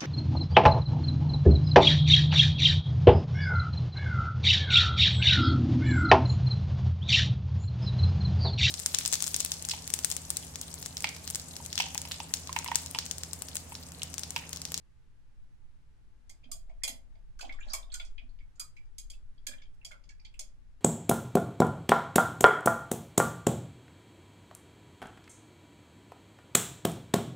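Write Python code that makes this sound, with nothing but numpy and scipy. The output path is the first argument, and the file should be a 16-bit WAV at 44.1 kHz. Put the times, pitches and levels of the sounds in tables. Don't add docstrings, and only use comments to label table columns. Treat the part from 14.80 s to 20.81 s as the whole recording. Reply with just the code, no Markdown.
import sys
import numpy as np
from scipy import signal
from scipy.fft import rfft, irfft
from scipy.io import wavfile
from scipy.ndimage import uniform_filter1d

SR = 44100
rng = np.random.default_rng(int(sys.argv[2]) if len(sys.argv) > 2 else 0)


def gain_from_db(level_db):
    decades = np.asarray(level_db, float) / 20
    return 10 ** decades


def wav_out(sig):
    wavfile.write(sys.argv[1], SR, np.round(np.clip(np.atleast_2d(sig).T, -1, 1) * 32767).astype(np.int16))


N = 264952

# pitch_hz, level_db per Hz
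HUSH_SPECTRUM = [(30, -22.5), (45, -5), (64, -6.5), (87, -16.5), (124, -13.5), (150, -19.5), (209, -27.5),
                 (300, -30), (630, -38), (1200, -38.5), (2000, -51.5), (4000, -52.5), (12000, -63),
                 (14000, -94.5)]
# pitch_hz, likeness (0 unlike, 1 the same)
HUSH_LIKENESS = [(60, 0.19), (240, 0), (950, 0.019), (3770, 0.94), (15000, 1)]
# pitch_hz, level_db per Hz
HISS_SPECTRUM = [(880, -30), (1500, 0), (2500, -5), (3500, -9), (5500, -12), (8000, -15), (11500, -19),
                 (13500, -32), (15600, -45)]
# pitch_hz, half_width_hz, level_db
HUM_TONES = [(54.5, 24, -69), (119, 19, -77.5), (244, 21, -83.5), (866, 4.7, -90.5)]
# start_s, level_db
RUMBLE_LEVEL = [(0.0, -63), (0.8, -48), (1.24, -57.5), (1.49, -51.5), (1.62, -61), (1.72, -45),
                (2.0, -47.5), (2.55, -50.5), (2.72, -34.5), (3.07, -48), (3.46, -39.5), (3.74, -48.5),
                (4.28, -50.5), (4.68, -44.5), (5.0, -50.5), (5.36, -52.5), (5.71, -49), (6.0, -50)]
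# start_s, level_db
SWAY_LEVEL = [(0.0, -74), (0.6, -69.5), (1.69, -63.5), (1.75, -53), (2.02, -49), (2.1, -57), (2.29, -58),
              (3.04, -48.5), (3.23, -49), (3.55, -51.5), (3.66, -52), (3.72, -80), (4.29, -48.5),
              (4.53, -62.5), (4.61, -74), (5.3, -56.5), (6.0, -57.5)]
# pitch_hz, t60_s
ROOM_DECAY = [(300, 0.64), (1000, 0.29), (3000, 0.22), (8000, 0.21), (15000, 0.17)]
# least_delay_ms, level_db against the direct sound
EARLY_ECHOES = [(1.5, -3.5), (3.2, 0), (5.5, -13.5), (8.5, -13.5), (12, -22), (15, -6), (19, -10.5)]
# start_s, level_db
SLOSH_LEVEL = [(1.45, -94.5), (2.62, -103.5), (2.65, -59), (2.77, -82.5), (2.93, -55.5), (3.05, -93),
               (3.17, -74), (3.5, -99.5), (4.65, -116), (4.72, -80), (4.9, -102.5), (5.8, -123)]
# start_s, level_db, pitch_hz at the start
TABLE_BUMPS = [(1.653, -59.5, 228.4), (2.087, -55, 240), (2.65, -56.5, 275), (2.861, -59, 221),
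               (3.429, -61, 226), (4.684, -55.5, 228.4)]
# start_s, level_db, pitch_hz at the start
PITCHED_RINGS = [(1.498, -73, 681.4), (1.4975, -56, 2120), (1.6344, -57.5, 2450), (1.64, -64, 590),
                 (1.6412, -55, 3207), (1.691, -57.5, 660), (1.7155, -50.5, 1159), (1.744, -57, 670),
                 (1.872, -59.5, 694), (1.897, -60.5, 678), (1.8971, -61, 2217), (2.0204, -55, 1915),
                 (2.0348, -32, 2120), (2.044, -44.5, 565), (2.0777, -41.5, 2054), (2.095, -58, 673),
                 (2.1096, -48, 5180), (2.3531, -61, 660), (2.593, -43, 1466), (2.611, -47, 2580),
                 (2.628, -40.5, 795), (2.629, -44, 689), (2.649, -47.5, 761), (2.694, -35.5, 2192),
                 (2.7217, -51, 3465), (2.7394, -55.5, 1140), (2.7442, -61.5, 7200), (2.7871, -41, 1620),
                 (2.8025, -51, 6980), (2.8095, -44.5, 2393), (2.8244, -48, 2620), (2.83, -47, 3317),
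                 (2.8828, -45.5, 4240), (2.9018, -34, 4830), (2.9357, -37, 1091), (2.9362, -34.5, 2280),
                 (2.949, -51, 686), (3.0275, -50.5, 3570), (3.087, -59.5, 711), (3.1009, -51.5, 3330),
                 (3.1193, -40, 4266), (3.1248, -44.5, 7510), (3.1258, -49, 1435), (3.1453, -45, 1450),
                 (3.1976, -43.5, 1430), (3.1976, -36, 3420), (3.198, -58, 665), (3.1981, -47, 2516),
                 (3.3812, -46, 2483), (3.415, -67, 672), (3.4925, -62.5, 4340), (3.6017, -55.5, 2230),
                 (3.7554, -62, 7000), (3.7818, -60, 1450), (3.7978, -47.5, 1365), (3.815, -48.5, 1260),
                 (3.9664, -46, 2336), (4.314, -64.5, 590), (4.3334, -53.5, 3376), (4.334, -59, 2630),
                 (4.578, -62, 3320), (4.578, -67, 4690), (4.6668, -42, 2376), (4.6673, -42, 1669),
                 (4.689, -58, 538), (4.7072, -52, 2350), (4.7137, -48, 1633), (4.7194, -50.5, 3475),
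                 (4.7331, -48.5, 1750), (4.7331, -49.5, 2376), (4.781, -52, 3240), (4.7994, -58, 1736),
                 (4.8524, -61, 3200), (5.014, -60, 2620), (5.0294, -64.5, 2090), (5.066, -61.5, 668),
                 (5.1093, -47, 1469), (5.116, -60, 579), (5.1173, -47, 2150), (5.1244, -57, 1380),
                 (5.1394, -52, 1370), (5.1594, -63, 1330), (5.2929, -50.5, 2260), (5.3014, -55.5, 1694),
                 (5.3951, -57, 2350), (5.3981, -55, 4814), (5.45, -47, 4540), (5.4505, -48, 3315),
                 (5.5413, -52.5, 2630), (5.568, -75, 7500), (5.6007, -56.5, 2500), (5.604, -60, 607)]
# thud_db, body_db, edge_db
BRUSH_KNOCKS = [(1.495, -54, -9, -17.5, -8), (1.64, -73.5, -2, 2, -40), (1.7151, -43, -33, -16.5, -1),
                (1.8946, -81.5, 23, 9, -13.5), (2.0353, -37, -14, -4.5, -1),
                (2.0775, -38.5, -6, -8.5, -1.5), (2.3531, -85, 16, 10, -30),
                (2.591, -54.5, -5, -10.5, -13.5), (2.6091, -46, -8.5, -8.5, -10),
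                (2.6926, -75.5, 5, 18, -19), (2.7242, -64.5, -10, 3.5, -11.5),
                (2.9336, -34.5, -11.5, -19.5, -3.5), (3.1193, -70, -11, 7, -21),
                (3.1408, -40.5, -32, -14.5, -8.5), (3.198, -56.5, -14, 7, -10), (3.249, -53, -26, -31, -23),
                (3.3801, -74.5, -14, 24.5, -45), (3.495, -83, -2, -15.5, -28),
                (3.5877, -82, -11, 14.5, -31), (3.756, -71, 4, -20.5, -25), (3.7965, -41.5, -23.5, -17, -2),
                (3.9657, -69, -16, -9.5, -16), (4.054, -83.5, -6, -23, -17),
                (4.1823, -46.5, -46.5, -16, -5.5), (4.3005, -54, -43, -13.5, -5.5),
                (4.6678, -39, -12.5, -13, -4.5), (4.819, -66.5, -11, 4.5, -33), (4.9412, -83, -4, -9, -6.5),
                (5.0485, -46, -17, -14.5, -11), (5.1138, -64, 6.5, 3.5, -4), (5.239, -69.5, -9, -9.5, -31),
                (5.291, -55, -25, -19, -27.5), (5.3976, -81, -15, -12.5, -19),
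                (5.449, -62.5, -35, 9, -23.5), (5.5393, -79, -18, 11, -1), (5.593, -41.5, -16.5, -14, -9)]
KNOCK_ZONES = [800, 2600, 5700, 11000]
# pitch_hz, level_db, t60_s
CUP_MODES = [(657, -11, 0.18), (1140, -19, 0.033), (2150, -16.5, 0.063), (2280, -4.5, 0.12),
             (2450, 1.5, 0.09), (3240, -1.5, 0.15), (3420, -5, 0.082), (3560, -19, 0.12),
             (4068, -3.5, 0.09), (4890, -12, 0.09), (4840, 2, 0.092), (5447, -28.5, 0.038),
             (6450, -5, 0.091), (6514, -18.5, 0.013), (6980, -0.5, 0.016), (7000, -11, 0.09),
             (8090, -14.5, 0.075), (8780, -6, 0.09)]
# pitch_hz, level_db
WALL_COLOUR = [(300, -19.5), (430, -8), (600, 0), (1000, 1.5), (1700, -9.5), (2200, 11), (2800, -0.5),
               (3300, 12), (3800, -3), (4800, 8), (5700, -2.5), (6800, 7.5), (12000, -1.5), (15000, -10.5),
               (17000, -44)]
# start_s, level_db
RING_FREEDOM = [(1.5, -5.5), (3.0, -6.5), (4.3, -4.5), (4.6, -7.5), (5.6, -15)]


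def evened(x):
    return x / np.sqrt(np.mean(x ** 2) + 1e-20)


def read(points, hz):
    table_hz, value = np.transpose(points)
    return np.interp(np.log(hz + 1), np.log(table_hz + 1), value)


def add(mix, start_s, sound):
    part = mix[round(start_s * SR):][:len(sound)]
    part += sound[:len(part)]


def noise(gain, likeness):
    hz = np.fft.rfftfreq(N, 1 / SR)
    a, b, c, d = rng.standard_normal((4, len(hz)))
    same = np.clip(likeness(hz), -1, 1)
    left = a + 1j * b
    right = same * left + np.sqrt(1 - same ** 2) * (c + 1j * d)
    return evened(irfft(np.array([left, right]) * gain(hz), N))


def leaned(rows, lean_db):
    start_s, level_db = np.transpose(rows)
    level = np.interp(np.arange(N) / SR, start_s, level_db)
    return gain_from_db(level + np.array([[lean_db], [-lean_db]]) / 2)


def coloured(x, level_db):
    log_gain = np.log(gain_from_db(np.concatenate([level_db, level_db[-2:0:-1]])))
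    response = np.exp(np.conj(signal.hilbert(log_gain)))[:len(level_db)]
    return irfft(rfft(x, 2 * len(x)) * response)[:len(x)]


def hush():
    air = noise(lambda hz: gain_from_db(read(HUSH_SPECTRUM, hz)), lambda hz: read(HUSH_LIKENESS, hz))
    hiss = noise(lambda hz: gain_from_db(read(HISS_SPECTRUM, hz)), lambda hz: 0 * hz)
    return gain_from_db(-63) * air + gain_from_db(-80.5) * hiss


def hum(likeness=0.23):
    total = np.zeros((2, N))
    for pitch_hz, half_width_hz, level_db in HUM_TONES:
        tone = noise(lambda hz: 1 / (1 + ((hz - pitch_hz) / half_width_hz) ** 2),
                     lambda hz: likeness + 0 * hz)
        total += gain_from_db(level_db) * tone
    return total


def rumble(low_hz=6.5, high_hz=13.6, likeness=0.071):
    shaking = noise(lambda hz: hz / (hz + low_hz) / (1 + (hz / high_hz) ** 4),
                    lambda hz: likeness + 0 * hz)
    return leaned(RUMBLE_LEVEL, -2) * shaking


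def sway(pitch_hz=28.8, lag_rad=0.78):
    angle = 2 * np.pi * pitch_hz * np.arange(N) / SR
    return leaned(SWAY_LEVEL, 17) * np.sin([angle, angle - lag_rad])


def path(left_lag=21):
    taps = np.zeros((2, SR // 2))
    starts = np.arange(100, SR // 2 - 20, 10)
    at = starts + rng.integers(0, 10, (2, len(starts)))
    np.put_along_axis(taps, at, rng.choice([-1., 1.], at.shape), 1)
    hz, t, bands = signal.stft(taps, SR, nperseg=128)
    decay = gain_from_db(-60 * t / read(ROOM_DECAY, hz)[:, None])
    tail = signal.istft(bands * decay, SR, nperseg=128)[1]
    way = tail / np.linalg.norm(tail[0])
    way[[0, 1], [left_lag, 0]] += 1
    for delay_ms, level_db in EARLY_ECHOES:
        arrival = round(delay_ms * SR / 1000) + rng.integers(0, 30, 2)
        way[[0, 1], arrival] += gain_from_db(level_db) * rng.choice([-1, 1])
    return way


def room(turns, right_db=3.):
    heard = sum(signal.fftconvolve(x[None], path(), axes=1)[:, :N] for x in turns)
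    return heard * gain_from_db([[-right_db / 2], [right_db / 2]])


def slosh(per_s=600, low_hz=641.4, high_hz=8220.0, cycles=6.9, spread_db=6.0, tilt_db=2.5):
    out = np.zeros(N)
    for hz in np.geomspace(low_hz, high_hz, 30):
        turns = np.arange(2000) / SR * hz
        swell = turns * np.exp(-5 * turns / cycles)
        grain = np.sin(2 * np.pi * turns) * swell * gain_from_db(tilt_db * np.log2(hz / low_hz))
        sizes = gain_from_db(spread_db * np.minimum(rng.exponential(1, N), 3))
        bursts = sizes * (rng.random(N) < per_s / 30 / SR)
        out += signal.oaconvolve(bursts, grain)[:N]
    start_s, level_db = np.transpose(SLOSH_LEVEL)
    return evened(out) * gain_from_db(np.interp(np.arange(N) / SR, start_s, level_db, -120, -120))


def shaken_tone(level_db, hz, t60_s, wet, onset_s, rise=0.01, blur=.4):
    t = np.arange(6000) / SR
    pitch = hz * (1 + rise * np.minimum(t / t60_s, 1))
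    span = max(round(SR / (blur * hz)), 2)
    shaking = rng.standard_normal((2, len(t)))
    for _ in range(2):
        shaking = uniform_filter1d(shaking, span, 1)
    shaking *= np.sqrt(3 * span / 4)
    shake = 1 - wet + wet * (shaking[0] + 1j * shaking[1])
    tone = (shake * np.exp(2j * np.pi * np.cumsum(pitch) / SR)).imag
    return gain_from_db(level_db - 60 * t / t60_s) * (1 - np.exp(-t / onset_s)) ** 2 * tone


def bump(level_db, hz):
    return shaken_tone(level_db, hz, t60_s=0.14, wet=0.86, onset_s=0.006)


def pitched_ring(level_db, hz):
    t60_s = 0.047 * (1000 / hz) ** 0.21
    return shaken_tone(level_db, hz, t60_s, wet=0.31, onset_s=0.00022)


def knock(blow_db, thud_db, body_db, edge_db, ring_db):
    crack_t60_s, tick_t60_s, tick_db, swing_s = 0.08, 0.0081, 10, 0.00028
    colour = list(zip(KNOCK_ZONES, [thud_db, body_db, 0, edge_db]))
    t = np.arange(8192) / SR
    hz, level_db, t60_s = np.transpose(CUP_MODES)[:, :, None]
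    chance = rng.standard_normal((2, *hz.shape))
    struck_db = level_db + read(colour, hz) + 2 * chance[0]
    struck_hz = hz * (1 + .002 * chance[1])
    ring = (gain_from_db(struck_db - 60 * t / t60_s) * np.sin(2 * np.pi * struck_hz * t)).sum(0)
    ring *= (1 - np.exp(-t / swing_s)) ** 2
    fading = gain_from_db(-60 * t / crack_t60_s) + gain_from_db(tick_db - 60 * t / tick_t60_s)
    burst = rng.standard_normal(len(t)) * fading
    bins = np.fft.rfftfreq(2 * len(t), 1 / SR)
    crack = coloured(burst, read(colour, bins) + read(WALL_COLOUR, bins))
    return gain_from_db(blow_db) * (gain_from_db(ring_db) * ring + crack)


def scene():
    turns = np.zeros((4, N))
    turns[0] = slosh()
    for start_s, level_db, hz in TABLE_BUMPS:
        add(turns[0], start_s, bump(level_db, hz))
    for k, (start_s, level_db, hz) in enumerate(PITCHED_RINGS):
        add(turns[k % len(turns)], start_s, pitched_ring(level_db, hz))
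    for k, (start_s, *blow) in enumerate(BRUSH_KNOCKS):
        ring_db = np.interp(start_s, *np.transpose(RING_FREEDOM))
        add(turns[k % len(turns)], start_s, knock(*blow, ring_db))
    return hush() + hum() + rumble() + sway() + room(turns)


def roll_off(x):
    return signal.sosfilt(signal.butter(12, 16780, fs=SR, output="sos"), x)


def record(dry):
    return roll_off(dry)


dry = scene()
out = record(dry)
wav_out(out)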